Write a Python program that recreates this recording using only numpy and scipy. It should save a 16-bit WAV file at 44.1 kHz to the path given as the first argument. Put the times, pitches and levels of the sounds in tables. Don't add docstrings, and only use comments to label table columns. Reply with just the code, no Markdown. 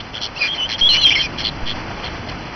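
import sys
import numpy as np
from scipy import signal
from scipy.fft import next_fast_len
from scipy.io import wavfile

SR = 44100
rng = np.random.default_rng(int(sys.argv[2]) if len(sys.argv) > 2 else 0)


def log_audio(samples):
    frames = np.atleast_2d(samples).T
    limited = np.clip(frames, -1, 1)
    pcm = np.round(limited * 32767).astype(np.int16)
    wavfile.write(sys.argv[1], SR, pcm)


N = 112454


def from_db(db):
    return 10 ** (np.asarray(db) / 20)


def rms_one(x):
    return x / np.sqrt(np.mean(x ** 2) + 1e-20)


def drift(rate_hz):
    pole = np.exp(-2 * np.pi * rate_hz / SR)
    noise = rng.standard_normal(N + SR)
    wander = signal.lfilter([1], [1, -2 * pole, pole * pole], noise)
    return rms_one(wander[SR:])


def level(curve):
    return from_db(np.interp(np.arange(N) / SR, *np.transpose(curve)))


def resonance(x, hz, width_hz):
    pole = np.exp(-np.pi * width_hz / SR)
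    b = [1, 0, -1.075]
    a = [1, -2 * pole * np.cos(2 * np.pi * hz / SR), pole * pole]
    return rms_one(signal.lfilter(b, a, signal.lfilter(b, a, x)))


def banded_noise(spectrum, per_octave, flicker_db):
    hz, db = np.transpose(spectrum)
    edge_count = int(per_octave * np.log2(hz[-1] / hz[0])) + 2
    edges = hz[0] * 2 ** (np.arange(edge_count) / per_octave)
    white = rng.standard_normal((2, N + 4000))
    together = drift(19.0)
    total = np.zeros(N)
    for k, centre in enumerate(np.sqrt(edges[1:] * edges[:-1])):
        band_db = np.interp(np.log(centre), np.log(hz), db)
        flicker = flicker_db * (3.1 * together + drift(22.0))
        band_pass = signal.butter(2, edges[k:k + 2], "band", fs=SR, output="sos")
        total += from_db(band_db + flicker) * signal.sosfilt(band_pass, white[k % 2])[4000:]
    return rms_one(total)


# (t/s, level/dB)
RUMBLE_LEVEL = [(0.0, -37), (0.54, -38), (1.51, -30), (2.27, -31.5), (2.38, -29.5), (2.55, -37.5)]
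# (f/Hz, relative level/dB per Hz)
RUMBLE_SPECTRUM = [(20, 0), (60, -0.5), (125, -1), (250, -5)]


def wind_rumble():
    return level(RUMBLE_LEVEL) * banded_noise(RUMBLE_SPECTRUM, per_octave=1.954, flicker_db=0.15)


# (t/s, level/dB)
WASH_LEVEL = [(0.0, -35), (0.51, -33.5), (0.99, -31), (1.34, -32), (2.06, -29.5), (2.55, -31.5)]
# (f/Hz, relative level/dB per Hz)
WASH_SPECTRUM = [(250, -15), (450, -12.5), (800, -10), (1300, -13.5), (2050, -17), (2600, -15), (3400, -24),
                 (4200, -25), (5000, -21), (6000, -32.5)]


def surf_wash():
    return level(WASH_LEVEL) * banded_noise(WASH_SPECTRUM, per_octave=3, flicker_db=0.4)


# (t/s, level/dB, direction and its scale -1 to 1)
THUMPS = [(0.82, -14, -0.73), (1.63, -18.5, 1)]
THUMP_RISE_S, THUMP_FADE_S = 0.0016, 0.083


def thumps():
    t = np.arange(N) / SR
    out = np.zeros(N)
    for start, db, direction in THUMPS:
        since = np.maximum(t - start, 0)
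        rise = 1 - np.exp(-since / THUMP_RISE_S)
        out += direction * from_db(db) * rise * np.exp(-since / THUMP_FADE_S)
    return out


# (f/Hz, width/Hz)
THROAT = [(3197, 600), (2000, 1200), (4200, 630), (5337, 1060)]
# (start t/s, length t/s, level/dB, pulse depth 0-1,
# then low, upper and top throat resonance, each level/dB beside the main one)
RASPS = [(0, 0.015, -26.5, 0.24, -9.5, -8, -26.5), (0.13, 0.068, -27, 0.85, -12, -13.5, -16.5),
         (0.202, 0.077, -22.5, 0.81, -36, -1, -6), (.35, 0.11, -33, 0.35, -18, 7, -6.5),
         (0.408, 0.094, -26, .3, 10, 4.5, -1), (0.538, 0.045, -30, 0.25, 1.5, 1, -6.5),
         (0.678, 0.075, -22.5, 0.83, -0.5, 0.5, -5.5), (0.778, 0.036, -24.5, 0.78, -1.5, 3, -1.5),
         (0.921, 0.061, -19.5, 0.39, -7.5, -6.5, -6.5), (0.992, 0.047, -34, 0.32, 6, -9, -15),
         (1.048, 0.097, -19.5, 0.74, -20, -21, -10), (1.142, 0.099, -26, 0.28, 5, 10.5, -23),
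         (1.189, 0.084, -26.5, 0.47, -8, -6, -1), (1.373, 0.06, -23, .5, -4, -1.5, -7),
         (1.429, 0.074, -18.5, 0.84, -14.5, -0.5, -23), (1.653, 0.083, -23, 0.64, -8, -5.5, -19.5),
         (2.03, 0.058, -26.5, 0.78, -5, -6, -19), (2.284, 0.023, -28.5, 0.59, -3, -0.5, -10)]
RASP_PULSES_PER_S, RASP_JITTER = 109, 0.04
RASP_EDGE = 0.4
RASP_EVEN = 0.13


def rasps():
    rate = RASP_PULSES_PER_S * np.exp(RASP_JITTER * drift(37.0))
    rings = [resonance(rng.standard_normal(N), hz, width_hz) for hz, width_hz in THROAT]
    rings = signal.hilbert(rings, next_fast_len(N))
    rings = rings.real / np.abs(rings) ** RASP_EVEN
    out = np.zeros(N)
    for start, length, db, depth, *others_db in RASPS:
        i = np.arange(int(start * SR), int((start + length) * SR))
        progress = np.linspace(0, 1, len(i))
        swell = np.sin(np.pi / 2 * np.clip(np.minimum(progress, 1 - progress) / RASP_EDGE, 0, 1))
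        pulses = 1 - depth * np.cos(np.pi * np.cumsum(rate[i]) / SR) ** 2
        voice = from_db([0, *others_db]) @ rings[:, i]
        out[i] += from_db(db) * rms_one(voice * pulses) * swell
    return out


# (t/s, pitch f/Hz, level/dB)
SQUEALS = [
    [(0.36, 2610, -34), (0.374, 2720, -27.5), (0.384, 2940, -28)],
    [(0.39, 2526, -43.5), (0.414, 2504, -19), (0.426, 2430, -14.5), (0.479, 2390, -23)],
    [(0.475, 3340, -28), (0.487, 3140, -24), (0.536, 3290, -22), (0.541, 3130, -24), (0.56, 3210, -36)],
    [(0.57, 3070, -37), (0.58, 3074, -26.5), (0.602, 2990, -19), (0.638, 2968, -18), (0.669, 3160, -26)],
    [(0.718, 3240, -34), (0.74, 3170, -29.5), (0.763, 3280, -27)],
    [(0.81, 3240, -15), (0.818, 3206, -11.5), (0.836, 3280, -11.5), (0.874, 3360, -11), (0.885, 3390, -17)],
    [(0.888, 3214, -10), (0.896, 3168, -16), (0.918, 2920, -16.5), (0.94, 2890, -19.5), (0.996, 3014, -17),
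     (1.008, 3300, -27)],
    [(0.885, 4120, -28), (0.892, 4105, -14.5), (0.941, 4243, -16), (0.952, 4510, -26)],
    [(0.945, 2340, -22.5), (0.974, 2375, -22)],
    [(0.977, 4238, -34), (1.041, 4053, -16), (1.051, 3890, -31)],
    [(1.01, 3020, -21.5), (1.04, 2817, -20.5), (1.056, 2340, -34)],
    [(1.012, 3440, -24), (1.022, 3380, -18), (1.032, 3308, -25), (1.054, 3208, -7.5), (1.092, 3152, -14),
     (1.099, 3000, -4)],
    [(1.102, 3057, -18.5), (1.114, 2988, -30), (1.12, 3047, -22), (1.126, 3025, -24.5),
     (1.136, 3145, -20.5), (1.165, 3040, -21.5)],
    [(1.064, 2455, -20), (1.084, 2370, -26.5)],
    [(1.104, 2354, -15), (1.116, 2300, -16.5), (1.13, 2520, -11)],
    [(1.152, 2286, -16), (1.158, 2285, -13.5), (1.168, 2070, -18), (1.192, 2210, -19), (1.198, 2230, -32)],
    [(1.152, 5360, -26), (1.196, 5200, -31.5)],
    [(1.178, 3185, -23), (1.214, 3130, -16.5), (1.231, 3110, -25)],
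    [(1.22, 2566, -33), (1.23, 2475, -28.5), (1.256, 2453, -22.5), (1.276, 2230, -33.5)],
    [(0.384, 4780, -36.5), (0.404, 4800, -33)],
    [(1.114, 5490, -31), (1.131, 5530, -27)],
]
# (hoarseness level/dB, octave overtone level/dB), both beside the tone
SQUEAL_VOICES = [(-13, -12.5), (-9, -10), (-7.5, -40), (-10, -22), (-2, -35), (-15, -47), (-7.5, -22.5),
                 (-7.5, -49), (-5, -13.5), (-3.5, -37), (-13, -14), (-15.5, -29), (0, -33.5), (-1, -21),
                 (-8.5, -17), (-10, -23), (-5, -37.5), (-8.5, -30), (-6.5, -11), (-2, -40), (-5, -39)]
SQUEAL_AIR_DB = -33
SQUEAL_EDGE_S = 0.002
WAVER_HZ = 11
HOARSE_HZ = 240
FLUTTER_HZ, FLUTTER_WANDER = 255.6, 0.087
FLUTTER_DB = -6.5
OVERTONE_ROUGH_DB = -9


def squeals():
    waver = WAVER_HZ * drift(100.0)
    air = from_db(SQUEAL_AIR_DB) * resonance(rng.standard_normal(N), 5900, 1400)
    shake = np.array([drift(HOARSE_HZ) + 1j * drift(HOARSE_HZ) for _ in range(2)]) / np.sqrt(2)
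    flutter_rate = FLUTTER_HZ * np.exp(FLUTTER_WANDER * drift(12.57))
    flutter = from_db(FLUTTER_DB) * np.sqrt(2) * np.cos(2 * np.pi * np.cumsum(flutter_rate) / SR)
    out = np.zeros(N)
    for k, (points, (hoarse_db, overtone_db)) in enumerate(zip(SQUEALS, SQUEAL_VOICES)):
        s, hz, db = np.transpose(points)
        i = np.arange(int(s[0] * SR), int(s[-1] * SR))
        t = i / SR
        phase = 2 * np.pi * np.cumsum(np.interp(t, s, hz) + waver[i]) / SR
        overtone_shake = 1 + from_db(OVERTONE_ROUGH_DB) * shake[1 - k % 2, i]
        overtone = from_db(overtone_db) * np.exp(2j * phase) * overtone_shake
        hoarseness = 1 + from_db(hoarse_db) * (shake[k % 2, i] + flutter[i])
        tone = (np.exp(1j * phase) + overtone) * hoarseness
        edge = np.clip(np.minimum(t - t[0], t[-1] - t) / SQUEAL_EDGE_S, 0, 1)
        loudness = np.sqrt(2) * from_db(np.interp(t, s, db))
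        out[i] += edge * loudness * (tone.imag + air[i])
    return out


def scene():
    return (wind_rumble() + surf_wash() + thumps() + rasps() + squeals())[None]


DIP_HZ, DIP_HALF_HZ = 3770, 165
MIC_TOP_HZ, CEILING, CUTOFF_HZ = 6050, 0.71, 15800


def record(dry):
    dip_edges = [DIP_HZ - DIP_HALF_HZ, DIP_HZ + DIP_HALF_HZ]
    dip = signal.butter(4, dip_edges, "bandstop", fs=SR, output="sos")
    treble_loss = signal.ellip(12, 0.3, 75, MIC_TOP_HZ, fs=SR, output="sos")
    top_cut = signal.cheby2(12, 70, CUTOFF_HZ, fs=SR, output="sos")
    heard = signal.sosfilt(treble_loss, signal.sosfilt(dip, dry))
    return signal.sosfilt(top_cut, np.clip(heard, -CEILING, CEILING))


dry = scene()
out = record(dry)
log_audio(out)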